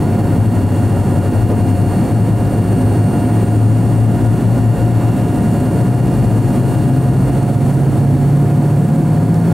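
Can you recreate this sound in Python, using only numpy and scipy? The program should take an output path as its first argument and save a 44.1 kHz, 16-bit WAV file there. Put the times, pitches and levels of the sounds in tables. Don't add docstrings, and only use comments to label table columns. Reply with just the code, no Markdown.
import sys
import numpy as np
from scipy import signal
from scipy.fft import rfft, irfft
from scipy.io import wavfile
from scipy.ndimage import uniform_filter1d, minimum_filter1d

SR = 44100
rng = np.random.default_rng(int(sys.argv[2]) if len(sys.argv) > 2 else 0)


def unload_audio(sound):
    columns = np.transpose(np.atleast_2d(sound))
    steps = np.round(np.clip(columns, -1, 1) * 32767)
    wavfile.write(sys.argv[1], SR, steps.astype(np.int16))


N = 420258
TIME, BIN_HZ = np.arange(N) / SR, np.fft.rfftfreq(N, 1 / SR)


def amp(db):
    return 10 ** (np.asarray(db) / 20)

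def unit(x):
    return x / np.sqrt(np.mean(abs(x) ** 2) + 1e-20)

def curve(rows, column=1):
    rows = np.asarray(rows)
    return np.interp(TIME, rows[:, 0], rows[:, column])

def at_frequency(rows, hz):
    row_hz, value = np.transpose(rows)
    return np.interp(np.log(hz + 1), np.log(row_hz + 1), value)

def drift(rate_hz):
    steps = N // 128
    hz = np.fft.rfftfreq(steps, 128 / SR)
    slow = irfft(rfft(rng.standard_normal(steps)) * (hz > 0) / (1 + (hz / rate_hz) ** 2), steps)
    return np.interp(TIME, np.linspace(0, TIME[-1], steps), unit(slow))

def turns_of(hz):
    return np.cumsum(hz * np.ones(N)) / SR

def tone(turns, unsteady, rate_hz):
    angle = 2 * np.pi * (turns + rng.random())
    in_phase = np.sqrt(2 * (1 - unsteady ** 2)) + unsteady * drift(rate_hz)
    quadrature = unsteady * drift(rate_hz)
    return in_phase * np.cos(angle) + quadrature * np.sin(angle)


# frequency in Hz, width in Hz, lift in dB.
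RESONANCES = [(58.7, 4, 10.5), (178.2, 12.5, 4.5), (373, 13, 2), (551.5, 60, 3.5), (827, 96, 2.5),
              (1650, 250, 2)]
# frequency in Hz, correlation from 0 to 1.
EAR_CORRELATION = [(25, .88), (60, .97), (210, .98), (330, .965), (770, .97), (1200, .985), (1800, .998),
                   (4800, .998), (5600, .85), (6400, .72), (8500, .8), (10500, .9), (12000, .9995)]

def cabin_noise(spectrum):
    lift_db = sum(db / (1 + (2 * (BIN_HZ - hz) / width) ** 4) for hz, width, db in RESONANCES)
    common, apart = rfft(rng.standard_normal((2, N))) * amp(at_frequency(spectrum, BIN_HZ) + lift_db)
    correlation = at_frequency(EAR_CORRELATION, BIN_HZ)
    common, apart = common * np.sqrt(1 + correlation), apart * np.sqrt(1 - correlation)
    return unit(irfft([common + apart, common - apart], N))

# frequency in Hz, relative spectral density in dB.
ROAR_SPECTRUM = [(10, -62), (30, -68), (45, -52), (72, -49), (92, -40), (145, -39), (195, -41), (235, -43),
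                 (275, -42.5), (350, -47.5), (480, -54.5), (700, -58), (1000, -65), (1400, -71.5),
                 (2200, -79.5), (4000, -93), (8000, -115)]
# frequency in Hz, relative spectral density in dB.
HISS_SPECTRUM = [(500, -105), (2000, -80.5), (3000, -83), (4400, -86.5), (6300, -85.5), (7300, -83),
                 (8600, -81), (10000, -83.5), (11500, -84.5), (13000, -87.5), (14000, -90), (15500, -95)]
# time in seconds, then gains in dB for roar, hiss and the roar's rumble.
AIRFLOW_GAINS = [(0, 0, -0.3, -0.5), (1.6, -0.3, 0.1, 0), (3.55, 0.2, 0, -0.5), (4.0, 0, 0, 0.5),
                 (5.3, 0, -.3, 0.2), (6.6, 0.5, 1.1, .5), (8.1, -0.2, 0.3, -2), (9.53, 0, -0.5, -6)]

def airflow():
    gusts_db = 0.3 * drift(rate_hz=41)
    wall = cabin_noise(ROAR_SPECTRUM)
    rumble = signal.sosfiltfilt(signal.butter(2, 95, fs=SR, output="sos"), wall)
    roar = wall - rumble + amp(curve(AIRFLOW_GAINS, column=3)) * rumble
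    roar_db = -15.5 + gusts_db + curve(AIRFLOW_GAINS, column=1)
    hiss_db = -43.5 + gusts_db + curve(AIRFLOW_GAINS, column=2)
    return amp(roar_db) * roar + amp(hiss_db) * cabin_noise(HISS_SPECTRUM)

# time in seconds, pitch in Hz, level in dB.
LOWER_MODE = [(0, 97.85, -19), (1.4, 97.4, -16.5), (1.75, 98.4, -15.5), (2.15, 99.8, -23.5),
              (2.8, 102.2, -21), (3.0, 102.7, -16.5), (3.44, 106.5, -37), (3.68, 110.7, -8),
              (3.95, 112.3, -14.5), (4.9, 116, -14), (5.28, 118.4, -28), (5.88, 123.3, -18),
              (6.45, 127.4, -19.5), (7.1, 130.8, -12.5), (7.48, 134.3, -17), (8.2, 140.3, -11),
              (9.15, 149.3, -15), (9.53, 152.5, -27)]
# time in seconds, level in dB.
UPPER_MODE = [(0, -33), (1.3, -23.5), (4.4, -42), (5.4, -23), (6.45, -44), (6.95, -22), (7.4, -26),
              (8.7, -22), (9.3, -15.5)]

def flap_howl(mode_spacing_hz=15.5):
    hz = curve(LOWER_MODE, column=1)
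    lower = tone(turns_of(hz), unsteady=0.18, rate_hz=11)
    upper = tone(turns_of(hz + mode_spacing_hz), unsteady=0.14, rate_hz=7)
    return amp(curve(LOWER_MODE, column=2)) * lower + amp(curve(UPPER_MODE)) * upper

SHAFT_HZ = [109.06, 110.06, 110.75, 111.47]
SHAFT_HUM_DB = [-18.2, -32.5, -30, -29]
# one fan's orders, each with its relative level in dB.
SHAFT_ORDERS = [ {2: -37, 9: -49, 13: -52, 16: -59, 24: -66, 25: -65, 40: -59.3, 65: -65, 76: -64, 86: -64,
                90: -64, 95: -66, 99: -67, 104: -68, 120: -64}, {2: -33, 4: -46, 11: -52, 12: -56, 13: -49,
                15: -53, 16: -57, 19: -62, 21: -61, 40: -59.3, 65: -68, 71: -67, 77: -64, 80: -61, 90: -65,
                100: -68}, {2: -37, 40: -64, 80: -66}, {9: -51, 20: -65, 40: -64, 80: -63}]
# time in seconds, relative level in dB.
BLADE_WHISTLE = [(0.1, -64), (0.46, -56), (3.49, -48.5), (3.65, -51), (4.87, -59), (5.77, -51), (5.95, -57),
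                 (6.81, -50.5), (9.32, -61), (9.4, -59)]
BLADE_COUNT, BUZZ_DB = 40, [-54, -54, -61, -59]
HUM_FADE_DB_PER_S, WHINE_FADE_DB_PER_S = 0.34, 0.1

def fans():
    shafts = [turns_of(hz + 0.05 * drift(rate_hz=0.4)) for hz in SHAFT_HZ]
    hum = sum(amp(db) * tone(turns, unsteady=0.3, rate_hz=3.4) for turns, db in zip(shafts, SHAFT_HUM_DB))
    hum *= amp(-HUM_FADE_DB_PER_S * TIME)
    whine = sum(amp(db) * tone(order * turns, unsteady=0.25 + order / 350, rate_hz=1.2)
                for turns, orders in zip(shafts, SHAFT_ORDERS) for order, db in orders.items())
    whine *= amp(1 - WHINE_FADE_DB_PER_S * TIME)
    buzz = sum(amp(db) * buzz_saw(turns) for turns, db in zip(shafts, BUZZ_DB))
    whistle = tone(2 * BLADE_COUNT * shafts[0], unsteady=0.22, rate_hz=25)
    whistle *= amp(3 + curve(BLADE_WHISTLE))
    return hum, whine + buzz + whistle

def buzz_saw(turns, scatter_db=10, samples_per_turn=4096, groups=4):
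    orders = np.arange(samples_per_turn // 2 + 1)
    envelope_db = at_frequency(HISS_SPECTRUM, orders * SHAFT_HZ[1])
    comb = amp(envelope_db + scatter_db * rng.uniform(-1, 1, len(orders)))
    comb = comb * np.exp(2j * np.pi * rng.random(len(orders)))
    comb *= (orders > 0) & (orders <= 3 * BLADE_COUNT)
    group = rng.integers(0, groups, len(orders))
    place_in_turn = (turns % 1 * samples_per_turn).astype(int)
    waves = [irfft(comb * (group == k), samples_per_turn)[place_in_turn] for k in range(groups)]
    return unit(sum(wave * amp(5.1 * drift(rate_hz=0.7)) for wave in waves))

# frequency in Hz,
# level in dB, # unsteadiness from 0 to 1, share from 0 to 1 by which the level follows TRANSMISSION.
MACHINE_TONES = [(251, -29.5, .5, 0), (256, -31, .6, 0), (312.2, -34, .5, 0), (711.1, -33.5, .15, .05),
                 (933.5, -44.5, .25, .1), (1867.2, -52, .2, .45), (2133.1, -61, .3, .3),
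                 (2800.7, -50.8, .15, 1), (3734.7, -68, .3, .5), (15734, -66.3, .2, 0)]
# time in seconds, relative level in dB.
TRANSMISSION = [(0.3, -57), (0.97, -53), (1.04, -58), (1.39, -55), (4.64, -57), (4.66, -55.5), (7.31, -56),
                (8.16, -63.5), (9.2, -65)]

def machines():
    reach_db = curve(TRANSMISSION)
    reach_db -= np.median(reach_db)
    sound = np.zeros(N)
    for hz, db, unsteady, share in MACHINE_TONES:
        turns = turns_of(hz + 0.5 * drift(rate_hz=0.5))
        sound += amp(db + share * reach_db) * tone(turns, unsteady, rate_hz=3.3)
    return sound

def burst(peak_s, half_width_s, db, band_hz):
    band = signal.butter(2, band_hz, "band", fs=SR, output="sos")
    noise = unit(signal.sosfilt(band, rng.standard_normal(N)))
    return amp(db) * noise * np.exp(-((TIME - peak_s) / half_width_s) ** 2)

def cabin_trim():
    bump = burst(peak_s=1.525, half_width_s=0.035, db=-20, band_hz=(300, 620))
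    click = burst(peak_s=9.344, half_width_s=0.002, db=-36, band_hz=(3000, 9000))
    return bump + click

def standing_waves(sound, spread_rad=0.13, step_hz=30):
    grid_hz = np.arange(0, SR / 2, step_hz)
    leading_side = rng.choice([-1, 1], SR)[:len(grid_hz)]
    phase = spread_rad * np.interp(BIN_HZ, grid_hz, leading_side) * (BIN_HZ < 12000)
    return irfft(rfft(sound) * np.exp(1j * np.array([phase, -phase])), N)

def ear_gains(difference_db):
    return amp(np.array([difference_db, -difference_db]) / 2)

# frequency in Hz, left minus right in dB.
CABIN_BALANCE = [(60, 6.5), (92, 3.5), (140, 1), (210, -0.5), (330, -1), (500, -3), (770, -4.0),
                 (1170, 0.5), (1790, -1), (2740, -0.3), (4190, -1), (6410, 1), (9810, 0.0)]
# time in seconds, left minus right in dB.
BASS_BALANCE = [(0, 2.5), (1.9, 4), (3.2, 0), (4.1, 4.5), (5.6, 2.5), (6.7, 5), (7.6, -3.5), (8.6, -0.5),
                (9.53, 0.5)]

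def scene():
    hum, whines = fans()
    cabin = airflow() + standing_waves(whines + machines()) + cabin_trim()
    cabin = irfft(rfft(cabin) * ear_gains(at_frequency(CABIN_BALANCE, BIN_HZ)), N)
    return cabin + (flap_howl() + hum) * ear_gains(curve(BASS_BALANCE))

THRESHOLD_DB, RATIO, MAKEUP_DB = -6.5, 4, 1.5
DUCK_S, RECOVER_DB_PER_S, CUTOFF_HZ = 0.0065, 91, 15780

def record(dry):
    peak_db = 20 * np.log10(abs(dry).max(0) + 1e-9)
    recovery_db, span = RECOVER_DB_PER_S * TIME, int(DUCK_S * SR)
    held_db = np.maximum.accumulate(peak_db + recovery_db) - recovery_db
    over_db = np.maximum(held_db - THRESHOLD_DB, 0)
    duck_db = uniform_filter1d(minimum_filter1d(-over_db, span), span) * (1 - 1 / RATIO)
    edge_fades = signal.windows.tukey(N, 300 / N)
    levelled = dry * amp(MAKEUP_DB + duck_db) * edge_fades
    low_pass = signal.firwin(2047, CUTOFF_HZ, window=("kaiser", 9), fs=SR)
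    return signal.oaconvolve(levelled, low_pass[None], "same")


dry = scene()
out = record(dry)
unload_audio(out)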